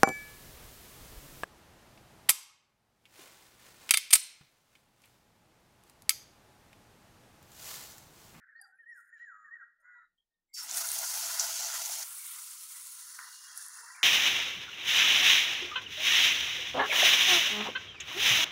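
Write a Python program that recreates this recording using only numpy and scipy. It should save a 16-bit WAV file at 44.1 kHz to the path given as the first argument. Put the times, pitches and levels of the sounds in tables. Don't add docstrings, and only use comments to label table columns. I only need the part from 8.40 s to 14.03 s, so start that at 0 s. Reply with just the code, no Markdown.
import sys
import numpy as np
from scipy import signal
from scipy.fft import rfft, irfft
from scipy.io import wavfile

SR = 44100
rng = np.random.default_rng(int(sys.argv[2]) if len(sys.argv) > 2 else 0)


def wav_record(signal):
    frames = np.transpose(np.atleast_2d(signal))
    bounded = np.clip(frames, -1, 1)
    quanta = np.round(bounded * 32767).astype(np.int16)
    wavfile.write(sys.argv[1], SR, quanta)


N = 248283
T = np.arange(N) / SR
TOUCH_S, STEP_S, LATER_S = 2.127, 3.638, (4.5, 4.83)
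# (time [s], hiss level [dB], fizz level [dB],
# middle level [dB], gurgle level [dB])
FRY = [
    [(2.145, -50, -43.5, -65, -86), (2.169, -52, -46.5, -58.5, -48), (2.193, -48, -40, -55.5, -50.5),
     (2.239, -45, -48.5, -57.5, -53), (2.293, -51, -44, -53, -54), (2.379, -34.5, -35, -48.5, -49.5),
     (2.429, -40.5, -39, -52, -51.5), (2.511, -37.5, -40.5, -51, -55), (2.645, -39.5, -38.5, -51, -48.5),
     (2.657, -40, -39.5, -54, -56.5), (2.747, -39.5, -37, -49, -49), (2.987, -41.5, -39, -49.5, -47.5),
     (2.995, -39, -32, -47.5, -49), (3.049, -40.5, -37, -49.5, -48), (3.119, -43, -36.5, -48.5, -47.5),
     (3.603, -41.5, -41, -50, -51.5), (3.63, -43.5, -36.5, -51, -50)],
    [(3.645, -45.5, -49.5, -58, -58), (3.771, -45.5, -50.5, -60.5, -57.5), (3.909, -45, -52, -57, -63),
     (3.981, -47.5, -50, -60.5, -57), (4.059, -48, -51, -61.5, -65.5), (4.445, -48.5, -51.5, -62.5, -63),
     (4.777, -51, -52.5, -62.5, -64), (4.787, -52.5, -53.5, -62, -51), (4.993, -54, -51.5, -62.5, -66),
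     (5.141, -57.5, -53.5, -66, -57.5), (5.175, -45, -51, -63.5, -58), (5.203, -50, -51, -65.5, -60),
     (5.225, -48, -50.5, -62, -59.5), (5.325, -54, -55.5, -70, -58.5), (5.341, -51, -51.5, -66, -57.5),
     (5.611, -63, -60.5, -82.5, -52.5), (5.63, -63, -62, -78, -55)],
]


def from_db(db):
    return 10 ** (np.asarray(db) / 20)


def rms_one(x):
    return x / np.sqrt(np.mean(x ** 2) + 1e-30)


def in_time(rows):
    s, *columns = np.transpose(rows)
    return [np.interp(T, s, column) for column in columns]


def at_hz(points, hz):
    points = np.array(points)
    return np.interp(np.log(hz), np.log(points[:, 0]), points[:, 1])


def drift(rate_hz):
    r = np.exp(-80 * np.pi * rate_hz / SR)
    noise = rng.standard_normal(N // 40 + 2002)
    slow = signal.lfilter([1], [1, -2 * r, r * r], noise)[2000:]
    return np.interp(np.arange(N) / 40, np.arange(len(slow)), rms_one(slow))


def band(x, low_hz, high_hz, order=2):
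    edges = [low_hz, min(high_hz, .49 * SR)]
    return signal.sosfilt(signal.butter(order, edges, "band", fs=SR, output="sos"), x)


def noise_band(hz, width_hz):
    return rms_one(band(rng.standard_normal(N), hz - width_hz / 2, hz + width_hz / 2, order=4))


def ring(clicks, hz, t60):
    r, w = from_db(-60 / (t60 * SR)), 2 * np.pi * hz / SR
    return signal.lfilter([0, np.sin(w)], [1, -2 * r * np.cos(w), r * r], clicks + 1e-18)


def swell(start, end):
    progress = np.clip((T - start) / (end - start), 0, 1)
    return np.sin(np.pi * progress ** 0.48) ** 2 * from_db(2.6 * drift(23))


def room_tone():
    # (frequency [Hz], relative level [dB per Hz])
    room_colour = [(12, -30), (20, 3), (53, -25), (186, -22.5), (888, -27.5), (2230, -33.5), (3680, -29.5),
                   (15700, -36)]
    # (time [s], level [dB])
    rumble_level = [(0.0, -100), (2.1, -106), (2.36, -75.5), (2.55, -88), (2.72, -101), (2.9, -87),
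                    (3.7, -109), (5.63, -105)]
    room_db = -94.5
    hz = np.maximum(np.fft.rfftfreq(N, 1 / SR), 1)
    hiss = irfft(rfft(rng.standard_normal(N)) * from_db(at_hz(room_colour, hz)), N)
    rumble = band(rng.standard_normal(N), 54, 350, order=1) * from_db(4.7 * drift(4.2))
    return from_db(room_db) * rms_one(hiss) + from_db(in_time(rumble_level)[0]) * rms_one(rumble)


def wisps():
    # (start [s], end [s], centre [Hz], width [Hz], level before the swell [dB])
    wisp_rows = [(0.03, 1.5, 500, 61, -99), (2.131, 2.28, 4660, 130, -50), (2.133, 2.32, 5420, 200, -46),
                 (2.5, 3.9, 515, 100, -80.5), (2.737, 3, 363, 73, -83.5), (4.85, 5.3, 2850, 34, -66),
                 (5.1, 6.3, 2700, 30.5, -73.5), (4.95, 5.5, 3290, 50, -72), (5.1, 5.4, 3540, 44, -72.5),
                 (5.37, 5.7, 978, 120, -65), (5.17, 5.2, 762.5, 100, -73), (-.2, 0.5, 1640, 520, -64),
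                 (.5, 1.3, 1650, 480, -67), (0.183, 0.44, 798, 110, -75), (.215, 0.36, 9400, 4900, -83),
                 (0.535, 0.71, 9300, 2900, -81), (0.554, 0.72, 14800, 1900, -88),
                 (.76, 0.9, 5582, 1700, -87.5), (1.38, 1.53, 615, 116, -87), (1.7, 1.95, 1844, 40, -96),
                 (1.901, 2.1, 1840, 31, -95), (1.95, 1.93, 3680, 100, -98.5),
                 (2.081, 2.2, 7600, 190, -92.5), (.52, 0.71, 7000, 230, -81), (.64, 1.4, 7010, 280, -82),
                 (1.4, 1.8, 6980, 300, -93), (0.758, 0.93, 2993, 610, -86.5), (.76, 0.94, 3980, 360, -87),
                 (-.6, 4, 182.6, 12, -104), (1.518, 1.8, 3850, 140, -90.5), (1.42, 1.56, 1000, 100, -84),
                 (1.55, 1.67, 982, 60, -72), (1.776, 1.86, 3200, 200, -80.5), (2.084, 2.4, 2160, 160, -76),
                 (2.206, 2.52, 294, 81, -75), (5.39, 5.53, 483, 57, -79)]
    return sum(from_db(level_db) * swell(start, end) * noise_band(hz, width_hz)
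               for start, end, hz, width_hz, level_db in wisp_rows)


def squeaks():
    # (start [s], end [s], from [Hz], to [Hz], rate of the blurring chance [Hz])
    glides = [(.16, .23, 4300, 4550, 60), (.185, .33, 4800, 4700, 60), (.49, .66, 5600, 5150, 100),
              (.1, .16, 2120, 2120, 40), (.53, .58, 2300, 2290, 40), (.76, .83, 2350, 2300, 40),
              (1.08, 1.17, 2150, 2120, 40), (.37, .42, 2450, 2400, 40), (.34, .47, 10650, 10500, 60),
              (.47, .56, 10600, 10500, 80), (.38, .58, 3100, 3000, 50), (.03, .12, 1540, 1580, 20),
              (.32, .39, 1480, 1640, 20), (.66, .72, 1580, 1640, 20), (1.15, 1.24, 1560, 1280, 15),
              (1.19, 1.4, 1580, 1700, 20), (1.45, 1.54, 1620, 1540, 15), (1.53, 1.62, 1680, 1170, 10),
              (3.78, 3.95, 2300, 2100, 40), (5.5, 5.58, 1950, 1830, 30), (5.545, 5.6, 2340, 2320, 30),
              (5.555, 5.66, 2150, 2120, 30), (5.43, 5.47, 990, 990, 20), (5.38, 5.42, 1380, 1370, 20)]
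    glide_levels = (-72, -66, -80, -80, -82, -78, -84, -84, -84, -82, -92, -62, -60, -63, -60, -63, -61,
                    -56, -58, -56, -51, -54, -55, -55)
    out = 0
    for (start, end, from_hz, to_hz, width_hz), level_db in zip(glides, glide_levels):
        hz = np.interp(T, (start, end), (from_hz, to_hz))
        tone = np.sin(2 * np.pi * np.cumsum(hz) / SR)
        out = out + from_db(level_db) * swell(start, end) * drift(width_hz) * tone
    return out


def yard(x):
    t60_s, tail_db = 0.78, -6.5
    age = np.arange(round(t60_s * SR)) / SR
    tail = rng.standard_normal(SR)[:len(age)] * from_db(-60 * age / t60_s)
    return x + from_db(tail_db) * signal.fftconvolve(x, tail / np.sqrt(np.sum(tail ** 2)))[:N]


def crow():
    # (time [s], pulse rate [per s], throat low [Hz], throat high [Hz],
    # level before the yard [dB], roughness [0-1])
    croaks = [
        [(.9, 108, 1240, 1610, -87, 0.05), (.94, 107, 1290, 1616, -58, 0), (1.05, 103, 1240, 1550, -62, 0.13),
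         (1.13, 104, 1175, 1480, -70.5, 0.07), (1.18, 99, 1070, 1438, -99, 0)],
        [(1.4, 122, 1347, 1900, -91, 0.42), (1.45, 103, 1430, 1987, -63, 0.25),
         (1.5, 103.5, 1445, 2000, -60, 0.25), (1.58, 102, 1425, 1940, -59, 0.21),
         (1.63, 93, 1300, 1780, -62, 0.42), (1.7, 86, 1333, 1781, -95, 0.77),
         (1.76, 96, 1290, 1740, -100, 0.38)],
    ]
    throat_width_hz, upper_db = (75, 45), (-10, -2)

    def near(hz, centre_hz, width_hz):
        return np.exp(-.5 * ((hz - centre_hz) / width_hz) ** 2)

    out = 0
    for rows, width_hz, high_db in zip(croaks, throat_width_hz, upper_db):
        rate, low_hz, high_hz, db, rough = in_time(rows)
        phase = 2 * np.pi * np.cumsum(rate * (1 + 0.025 * rough * drift(28))) / SR
        clean = 0
        for k in range(8, 25):
            throat = near(k * rate, low_hz, width_hz) + from_db(high_db) * near(k * rate, high_hz, width_hz)
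            clean = clean + throat * np.sin(k * phase + 0.27 * k * k)
        breath = rms_one(band(rng.standard_normal(N), low_hz.min(), 0.98 * high_hz.max(), order=4))
        hoarse = breath * (1 + 0.84 * np.cos(phase))
        calling = (T > rows[0][0]) * (T < rows[-1][0])
        out = out + calling * from_db(db) * ((1 - rough) * clean + rough * hoarse)
    return out


def bird():
    # (top of the arch [s], length against the usual, top [Hz], short note level [dB], arch level [dB],
    # falling end against the usual [dB])
    phrases = [(0.178, 0.89, 1880, -58.5, -56, 6.5), (0.495, 1.075, 1922, -55.5, -49.5, -3),
               (0.826, 1, 1921, -50.5, -47.5, 7), (1.14, .96, 1905, -53, -49, 4)]
    # (time from the top of the arch [s], pitch as share of the top)
    short_note = [(-.103, .96), (-.088, .97), (-.072, .95), (-.055, .885), (-.04, .89)]
    arch = [(-.034, .95), (-.018, .98), (0, 1), (.024, .975), (.04, .92), (.068, .82), (.088, .73),
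            (.105, .69)]
    short_note_db = (-8, -1.7, -10, -5, -9)
    arch_db = (-9, -1, -0.3, -4, -12, -9.5, -6.5, -18)
    note_fade_s = 0.0081
    fall_s = 0.084
    out = 0
    for top_s, stretch, top_hz, *levels_db, end_db in phrases:
        fall = np.clip((T - top_s) / (stretch * fall_s) - 1, 0, 1)
        for note, shape_db, level_db in zip((short_note, arch), (short_note_db, arch_db), levels_db):
            rows = np.column_stack([note, shape_db]) * [stretch, top_hz, 1] + [top_s, 0, level_db]
            hz, db = in_time(rows)
            to_edge = np.minimum(T - rows[0][0], rows[-1][0] - T)
            sounding = np.clip(to_edge / note_fade_s + .5, 0, 1) ** 2
            tone = np.sqrt(2) * np.sin(2 * np.pi * np.cumsum(hz) / SR)
            out = out + sounding * from_db(db + end_db * fall) * tone
    return out * from_db(3.1 * drift(38))


def ticks(count=4):
    # (time [s], relative level [dB])
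    brushes = [(0.4868, -77), (0.5457, -71), (0.5644, -61.5), (0.5744, -66), (0.601, -63), (0.6449, -68),
               (0.6594, -73), (0.6764, -67.5), (0.7394, -78), (0.7794, -79), (1.3997, -73), (1.7794, -87)]
    # (frequency [Hz], relative level [dB], t60 [s])
    bowl = [(5150, -11.5, 0.044), (6400, -6.5, 0.041), (7840, -0.5, 0.016), (9100, 3, .03),
            (9600, 3, 0.043), (10400, -10.5, .03), (11400, -4, 0.023), (12100, -7, 0.028),
            (13200, -4.5, 0.028), (14300, -4.5, .03), (15200, -5, 0.033)]
    clump_s, uneven_db = 0.016, 5
    s, db = np.repeat(brushes, count, axis=0).T
    late = rng.random(len(s)) * (np.arange(len(s)) % count > 0)
    at = ((s + clump_s * late) * SR).astype(int)
    strengths = rng.standard_normal((len(s), len(bowl)))
    out = 0
    for (hz, level_db, t60), strength in zip(bowl, strengths.T):
        clicks = np.zeros(N)
        clicks[at] = from_db(db + level_db - 16.5 + uneven_db * strength)
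        out = out + band(ring(clicks, hz, t60), .93 * hz, 1.07 * hz)
    return out


def burst(start, peak_db, hz, width_hz, t60):
    out, at = np.zeros(N), round(start * SR)
    age = np.arange(min(round(1.6 * t60 * SR), N - at)) / SR
    puff = rng.standard_normal(9000)[:len(age)] * from_db(-60 * age / t60)
    puff = band(puff, hz - width_hz / 2, hz + width_hz / 2, order=4)
    out[at:at + len(age)] = from_db(peak_db) * puff / np.abs(puff).max()
    return out


def spits(count=22):
    # (time [s], peak level [dB], centre [Hz])
    placed = [(2.312, -22, 6390), (2.337, -28, 6800), (2.372, -18, 7200), (2.471, -31, 6400),
              (2.4887, -20, 7600), (2.517, -15.5, 10300), (2.54, -31, 10400), (2.5556, -32, 7260),
              (2.589, -21, 10100), (2.697, -29, 6670), (2.997, -13, 6700), (3.1126, -27, 6300),
              (3.2471, -25, 6842), (3.867, -28, 9700), (4.0213, -32, 9300), (4.47, -32, 9700),
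              (4.6702, -35, 9900), (5.1753, -26, 10050), (5.226, -32.5, 9700), (5.264, -31, 9340),
              (5.2841, -31.5, 9800), (5.343, -34.5, 7000)]
    # (time [s], peak level [dB], centre [Hz],
    # width [Hz], t60 [s])
    hits = [(.214, -40, 10170, 2940, 0.025), (2.995, -18.5, 6480, 1730, 0.12),
            (4.7895, -32.5, 1470, 900, 0.01), (5.177, -37, 8200, 5000, 0.065)]
    spit_t60_s = 0.0035
    stray_db, stray_spread_db = 2, 10
    stray_hz = (6300, 9800)
    hiss_db = in_time(sum(FRY, []))[0]
    when, size = rng.random((count, 2)).T
    at = TOUCH_S + .1 + when * (T[-1] - TOUCH_S - .15)
    stray = []
    for s, x in zip(at, size):
        peak_db = hiss_db[int(s * SR)] + stray_db + stray_spread_db * (2 * x - 1)
        stray.append((s, peak_db, stray_hz[int(s > STEP_S)]))
    small = sum(burst(s, db, hz, 0.53 * hz, spit_t60_s) for s, db, hz in placed + stray)
    return small + sum(burst(*row) for row in hits)


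def snaps():
    per_s, spread_db = 140, 3
    sizes = from_db(spread_db * np.minimum(rng.exponential(1, N), 4)) * rng.choice([-1, 1], N)
    return rms_one(band(sizes * (rng.random(N) < per_s / SR), 3500, 19000))


def bubbles(low_hz, high_hz, per_s, spread_db, cycles, flicker_db, count=12):
    # (frequency [Hz], relative level [dB per Hz])
    fresh_colour = [(320, -57), (550, -40), (669, -1.5), (738, -11), (849, -9.5), (1110, -21.5),
                    (1410, -12.5), (1640, -17.5), (2470, -13.5), (6580, -6), (8120, -12.5), (9880, -10),
                    (15700, -11)]
    # (frequency [Hz], relative level [dB per Hz])
    after_step_colour = [(320, -68), (550, -47.5), (781, -48), (838, -21), (1020, -14), (1280, -7),
                         (1640, -16), (2140, -9), (2540, -10.5), (3500, -7.5), (9750, 0.5), (11900, -3.5),
                         (15700, -1.5)]
    # (frequency [Hz], relative level [dB per Hz])
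    later_colour = [(320, -64), (550, -41.5), (977, -10), (1350, -2), (1920, -1.5), (2200, -29),
                    (2760, -17), (3000, -15.5), (4380, -1), (5970, 2), (7470, -1.5), (8350, -13.5),
                    (9750, 0), (11400, -23.5), (15700, -15)]
    grow_cycles = 87
    patchy_db = 1.5
    sizes = from_db(spread_db * np.minimum(rng.exponential(1, N), 5)) * rng.choice([-1, 1], N)
    born, dealt = rng.random(N) < per_s / SR, rng.integers(0, count, N)
    pitches = low_hz * (high_hz / low_hz) ** ((np.arange(count) + .5) / count)
    fresh, after_step, later = (rms_one(from_db(at_hz(colour, pitches)) * np.sqrt(pitches))
                              for colour in (fresh_colour, after_step_colour, later_colour))
    out = 0
    for k, hz in enumerate(pitches):
        share = np.where(T < STEP_S, fresh[k], np.interp(T, LATER_S, (after_step[k], later[k])))
        formed = np.clip((T - TOUCH_S) * hz / grow_cycles, .01, 1) ** 6
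        ringing = rms_one(ring(sizes * born * (dealt == k), hz, cycles / hz))
        out = out + share * formed * from_db(patchy_db * drift(5.5)) * ringing
    scale = np.sqrt(np.mean(out[T > 2.4] ** 2))
    out = band(out, 0.942 * low_hz, 1.041 * high_hz, order=7)
    return out / scale * from_db(flicker_db * drift(6.3))


def pan(x):
    # (frequency [Hz], width [Hz], gain [dB])
    favoured = [(667.2, 8.8, 8.5), (872, 19, 6), (1010, 41, 7), (1414, 120, 4), (1990, 15, 5),
                (2758, 31, 6), (5000, 63, -2.5), (5250, 120, 0.5), (5680, 40, 4), (5910, 110, 2.5),
                (6390, 74, 4), (6680, 280, 3.5), (7270, 83, 5.5), (9700, 1200, 2.5)]
    out = x.copy()
    for hz, width_hz, db in favoured:
        r = np.exp(-np.pi * width_hz / SR)
        poles = [1, -2 * r * np.cos(2 * np.pi * hz / SR), r * r]
        out += (from_db(db) - 1) * signal.lfilter([(1 - r * r) / 2, 0, (r * r - 1) / 2], poles, x)
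    return signal.sosfilt(signal.cheby2(4, 25, 480., "high", fs=SR, output="sos"), out)


def frying():
    # (low [Hz], high [Hz], bursts [per s], size spread [dB], cycles rung,
    # flicker [dB])
    bubble_sizes = [(503, 901, 430, 0.5, 21.4, 3), (932, 2184, 3000, 2, 64, 2),
                    (2124, 4460, 5700, -0.5, 84, -0.25), (4353, 8130, 8000, 1, 32, 0.67),
                    (8050, 10970, 8000, 2, 32, 0.7), (11350, 16000, 5400, -2, 9.2, -0.2)]
    # (base level [dB], share of the hiss swing, of the fizz swing, of the middle swing,
    # of the gurgle swing, drop at the step [dB], later sag [dB per s])
    follows = [(-61.5, 0.035, 0.028, .01, 1.34, 15.5, -5), (-56.5, 0.035, 0.04, .01, .9, -1, -0.3),
               (-56, 0.011, 0.039, 1, .05, -1.3, 2.5), (-47, .05, .95, 0.011, 0.04, 0, -1),
               (-48.5, 0.88, .1, .01, 0.043, -2, 0), (-47.5, 1, 0.043, .01, 0.056, -0.5, 9.5)]
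    catch_s, catch_db = 0.014, 37
    snap_db = -11
    swings = [db - db[T > TOUCH_S].mean() for db in in_time(sum(FRY, []))]
    levels = []
    for base_db, *shares, drop_db, sag_db in follows:
        swing_db = sum(share * swing for share, swing in zip(shares, swings))
        fallen_db = drop_db * (T > STEP_S) + sag_db * np.maximum(T - LATER_S[0], 0)
        levels.append(from_db(base_db + swing_db - fallen_db))
    catch = (T > TOUCH_S) * from_db(np.interp(T, (TOUCH_S, TOUCH_S + catch_s), (-catch_db, 0)))
    surge = from_db(1.0 * drift(42)) * catch
    oil = sum(level * bubbles(*size) for level, size in zip(levels, bubble_sizes))
    return surge * (from_db(-1.5) * pan(oil) + from_db(snap_db) * levels[3] * snaps())


def scene():
    # (time [s], level [dB])
    outside_gain = [(0, 3.5), (1.26, 2), (1.38, -6.5), (1.46, 7), (1.66, 2.5), (1.76, -22), (1.85, -46)]
    outside = from_db(in_time(outside_gain)[0]) * band(yard(bird() + crow()), 1080, 2150, order=5)
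    return (room_tone() + wisps() + squeaks() + outside + ticks() + spits() + frying())[None]


def record(dry):
    cutoff_hz = 15750
    return signal.sosfilt(signal.ellip(14, .1, 70, cutoff_hz, fs=SR, output="sos"), dry)


dry = scene()
out = record(dry)
wav_record(out)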